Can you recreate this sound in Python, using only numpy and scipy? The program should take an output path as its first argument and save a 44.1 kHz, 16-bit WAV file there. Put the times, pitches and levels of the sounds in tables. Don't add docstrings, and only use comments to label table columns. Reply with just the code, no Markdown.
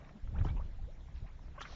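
import sys
import numpy as np
from scipy import signal
from scipy.fft import rfft, irfft
from scipy.io import wavfile
from scipy.ndimage import uniform_filter1d

SR = 44100
rng = np.random.default_rng(int(sys.argv[2]) if len(sys.argv) > 2 else 0)


def pcm_store(signal):
    levels = np.round(np.clip(np.atleast_2d(signal), -1, 1) * 32767)
    wavfile.write(sys.argv[1], SR, levels.astype(np.int16).T)


N = 77175


# start and length in seconds, level in dB, starting pitch in Hz, rise in octaves,
# roughness from 0 to 1.
RINGING_BUBBLES = [(0.002, 0.017, -64, 610, -0.13, 0), (0.106, 0.021, -57.5, 686, 0.18, 0.33),
                   (0.337, 0.038, -54, 678, 0.87, 0.55), (0.355, 0.021, -51, 1187, 0.71, 0.22),
                   (0.375, 0.022, -54, 409, 1.68, 0.35), (0.381, 0.026, -58, 2590, 0.71, 0.88),
                   (0.384, .012, -53.5, 1366, 0.34, 0.5), (0.446, 0.016, -56, 2904, 0.18, 0.3),
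                   (0.4475, .009, -37.5, 1080, -1.1, .35), (0.464, .012, -47.5, 1227, .2, .4),
                   (0.473, 0.025, -57, 1570, 0.02, 0.06), (0.487, .012, -53, 3290, 0.028, 0.56),
                   (0.487, 0.04, -58, 2268, .01, 0), (0.498, 0.018, -54, 876, .15, 0.5),
                   (0.559, 0.041, -54, 828, 0.5, 0.6), (0.592, .031, -48, 790, .95, .42),
                   (0.595, .013, -52, 560, .3, .3), (0.784, 0.025, -58.5, 735, 0.077, 0.7),
                   (0.872, .044, -53, 425, .85, .08), (1.237, .036, -58.5, 600, .6, .3),
                   (1.565, 0.0077, -55, 934, -0.36, 0.42), (1.577, 0.021, -47.5, 1070, 0.21, 0.3),
                   (1.578, 0.023, -49, 569, 0.17, 0.3), (1.579, 0.032, -53.5, 1547, 0.02, 0.14),
                   (1.581, 0.019, -56, 2070, 0.013, .5), (1.585, 0.043, -55, 2700, 0.28, 0.83),
                   (1.612, 0.02, -45, 1119, 0.43, 0.8), (1.614, 0.011, -47.5, 2930, .15, 0.6),
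                   (1.612, 0.021, -56, 6080, -0.067, 0.6), (1.619, 0.021, -46.5, 3450, 0.03, 0.88),
                   (1.654, .015, -57, 1880, .15, 0.7), (1.697, 0.0093, -54, 1110, .15, 0),
                   (1.724, 0.016, -52, 714, .1, 0.65)]
def bubble(length, db, hz, rise, rough):
    progress = np.arange(0, length, 1 / SR) / length
    wobble_octaves = .035 * np.interp(progress, np.linspace(0, 1, 8), rng.standard_normal(8))
    cycles = np.cumsum(hz * 2 ** (rise * progress + wobble_octaves)) / SR
    width_hz = 260 + .033 * hz
    lowpass = 1 / (1 + (np.fft.rfftfreq(8192, 1 / SR) / width_hz) ** 4)
    churn = unit(irfft(rfft(rng.standard_normal((2, 8192))) * lowpass))[:, :len(progress)]
    modulation = np.sqrt(1 - rough ** 2) + rough * (churn[0] + 1j * churn[1]) / np.sqrt(2)
    ring = modulation * np.exp(2j * np.pi * cycles)
    return amp(db) * arch(progress, swell=.33, fade=1.2) * ring.imag


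# start in seconds, level in dB, cavity pitch in Hz, decay time in seconds.
BURSTING_SKINS = [(0.049, -50.5, 1760, 0.0016), (0.063, -52.5, 1200, 0.0017), (0.0915, -45.5, 1300, .0035),
                  (0.274, -52, 1300, .005), (0.4115, -43.5, 1190, 0.0057), (0.4495, -45, 957, 0.008),
                  (0.469, -50, 907, 0.0085), (0.487, -45, 760, .004), (0.568, -57.5, 1233, 0.0035),
                  (1.085, -51.5, 700, .004), (1.392, -51.5, 950, .003), (1.481, -51.5, 1050, .003),
                  (1.6073, -36.5, 1260, 0.0069), (1.615, -35, 1260, .003), (1.653, -39, 1415, 0.0056)]
def pop(db, hz, decay):
    t = np.arange(4096) / SR
    f = np.fft.rfftfreq(4096, 1 / SR) + 1
    band = 1 / (1 + (.35 * hz / f) ** 2) / (1 + (f / (1.7 * hz)) ** 5)
    crack = unit(irfft(rfft(rng.standard_normal(len(t))) * band))
    ring = np.sin(2 * np.pi * hz * t)
    attack = np.sin(np.pi / 2 * np.minimum(t / .0006, 1)) ** 2
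    return amp(db) * attack * np.exp(-t / decay) * (.5 * crack + .45 * ring)


# start and length in seconds, level in dB, middle pitch in Hz, spread in octaves.
DROPLET_SHOWERS = [(-0.04, 0.18, -66, 1108, 0.62), (0.342, .11, -61, 1090, 0.733),
                   (0.428, 0.067, -71.5, 5600, 0.42), (0.456, 0.075, -60, 1670, 0.76),
                   (0.559, 0.033, -68.5, 2330, 0.11), (1.138, 0.081, -71.5, 2600, 0.58),
                   (1.259, .045, -67, 1380, 0.52), (1.545, 0.065, -67, 1383, 0.56),
                   (1.596, 0.049, -68, 6370, 0.19), (1.606, 0.034, -58, 2485, 0.58),
                   (1.63, 0.066, -59, 1430, 0.48)]
def spatter(length, db, hz, spread, drops_per_s=2300):
    out = np.zeros(round(length * SR))
    for onset, pitch, faintness in rng.random((800, 3))[:int(drops_per_s * length)]:
        drop_hz = min(hz * 2 ** (spread * np.sqrt(3) * (2 * pitch - 1)), SR / 4)
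        cycle_count = 7 * np.sqrt(drop_hz / 1000)
        cycles = np.arange(0, cycle_count, drop_hz / SR)
        progress = cycles / cycle_count
        drop = arch(progress, swell=.25, fade=2) * np.sin(2 * np.pi * cycles * (1 + .08 * progress))
        add(out, onset * length, amp(-3.5 * np.log(faintness + .013)) * drop)
    return amp(db) * unit(out * arch(np.linspace(0, 1, len(out)), swell=.33, fade=.74))


# start and length in seconds, level in dB, pitch in Hz.
GAS_POCKETS = [(0.148, 0.034, -46.5, 209), (0.344, .04, -27, 61.5), (0.405, 0.031, -22.5, 78.7),
               (0.414, 0.0097, -45.5, 311), (0.452, 0.0095, -34.5, 297), (0.448, 0.025, -34, 138),
               (0.5, .022, -28.5, 103), (1.15, 0.06, -37.5, 59.4), (1.219, 0.021, -40, 84)]
def gulp(length, db, hz):
    return bubble(length, db, hz, rise=.05, rough=.059)


# frequency in Hz, relative spectral level in dB.
FOAM_SPECTRUM = [(300, 4.5), (1000, 2.5), (2500, -2), (4200, -0.5), (5000, -6), (5700, 0.5), (7200, -23)]
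def fizz(start_s=1.611, rise_s=.11):
    swell = np.clip((np.arange(N) / SR - start_s) / rise_s, 0, 1)
    return amp(-57) * swell * noise(FOAM_SPECTRUM)


def simmer(bubbles_per_s=60, lowest_hz=381, octaves=3.3, ring_cycles=11.1):
    out = np.zeros(N)
    for onset, pitch, faintness in rng.random((400, 3))[:int(bubbles_per_s * N / SR)]:
        hz = lowest_hz * 2 ** (octaves * pitch)
        db = -75 - 2.5 * np.log(faintness + .15)
        add(out, onset * N / SR, bubble(ring_cycles / hz, db, hz, rise=.17, rough=.6))
    return out


def banks(water, t60_s=.14):
    t = np.arange(SR // 2) / SR
    tail = rng.standard_normal(len(t)) * amp(-60 * t / t60_s) * (t > .003)
    return amp(-12.5) * signal.fftconvolve(water, tail / np.linalg.norm(tail))[:N]


# time in seconds, relative levels of the rumble and of the flutter in dB.
GUSTS = [(0.02, -52, -59), (0.178, -61.5, -57.5), (0.212, -54, -71), (0.24, -36, -63), (0.322, -39.5, -56),
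         (0.346, -33.5, -48.5), (0.468, -31.5, -42.5), (0.53, -37, -49.5), (0.558, -32, -46),
         (0.592, -33, -55.5), (0.708, -42.5, -56.5), (0.738, -43, -64), (0.844, -36.5, -58),
         (0.862, -43.5, -60), (1.074, -48, -60), (1.166, -40.5, -61), (1.204, -59, -61),
         (1.228, -37.5, -51), (1.282, -49, -63), (1.334, -44.5, -64.5), (1.392, -51, -62), (1.43, -43, -58),
         (1.634, -52.5, -60.5), (1.676, -56.5, -58.5), (1.72, -45, -58.5), (1.75, -47.5, -69)]
# frequency in Hz, relative spectral level in dB.
RUMBLE_SPECTRUM = [(10, -35), (22, 7.5), (35, 1), (60, -1.5), (90, -10), (130, -23), (250, -35.5),
                   (600, -105)]
FLUTTER_SPECTRUM = [(50, -6.5), (100, -11.5), (140, 1.5), (220, -12), (320, -18), (600, -24), (2000, -54.5)]
def wind():
    times, rumble_db, flutter_db = np.transpose(GUSTS)
    out = np.zeros(N)
    for spectrum, db in ((RUMBLE_SPECTRUM, rumble_db - 1), (FLUTTER_SPECTRUM, flutter_db + .5)):
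        eddies = noise(spectrum)
        eddies /= np.sqrt(uniform_filter1d(eddies ** 2, int(.045 * SR)) + 1e-9)
        out += eddies * amp(np.interp(np.arange(N) / SR, times, db))
    return out


# frequency in Hz, relative spectral level in dB.
AIR_SPECTRUM = [(60, -19.5), (250, 2.5), (400, -4.5), (600, -2.5), (850, -5.5), (1200, -9), (1900, -9),
                (2700, -14.5), (3800, -14.5), (4700, -21), (5600, -19), (7300, -24)]
def air(patch_db=2.5):
    spectrogram = signal.stft(noise(AIR_SPECTRUM), nperseg=512)[2]
    patches = uniform_filter1d(rng.standard_normal(spectrogram.shape), size=7, axis=0)
    patches = unit(uniform_filter1d(patches, size=5, axis=1))
    hiss = signal.istft(spectrogram * amp(patch_db * patches), nperseg=512)[1][:N]
    return amp(-67) * unit(hiss)


def noise(spectrum):
    hz, db = np.transpose(spectrum)
    gain = amp(np.interp(np.log(np.fft.rfftfreq(N, 1 / SR) + 1), np.log(hz), db))
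    return unit(irfft(rfft(rng.standard_normal(N)) * gain, N))


def arch(progress, swell, fade):
    attack = np.sin(np.pi / 2 * np.minimum(progress / swell, 1))
    return attack * np.clip((1 - progress) / (1 - swell), 0, 1) ** fade


def amp(db):
    return 10 ** (np.asarray(db) / 20)


def unit(x):
    return x / np.sqrt(np.mean(x ** 2) + 1e-20)


def add(mix, start_s, sound):
    at = round(start_s * SR)
    sound = sound[max(-at, 0):]
    part = mix[max(at, 0):][:len(sound)]
    part += sound[:len(part)]


def play(source, table):
    out = np.zeros(N)
    for start_s, *row in table:
        add(out, start_s, source(*row))
    return out


def scene():
    water = play(bubble, RINGING_BUBBLES) + play(pop, BURSTING_SKINS)
    water += play(spatter, DROPLET_SHOWERS) + fizz() + simmer()
    return (water + banks(water) + play(gulp, GAS_POCKETS) + wind() + air())[None]


def record(dry, cutoff_hz=7450):
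    lowpass = signal.firwin(401, cutoff_hz, window=("kaiser", 8), fs=SR)
    return signal.oaconvolve(dry, lowpass[None], "same")


dry = scene()
out = record(dry)
pcm_store(out)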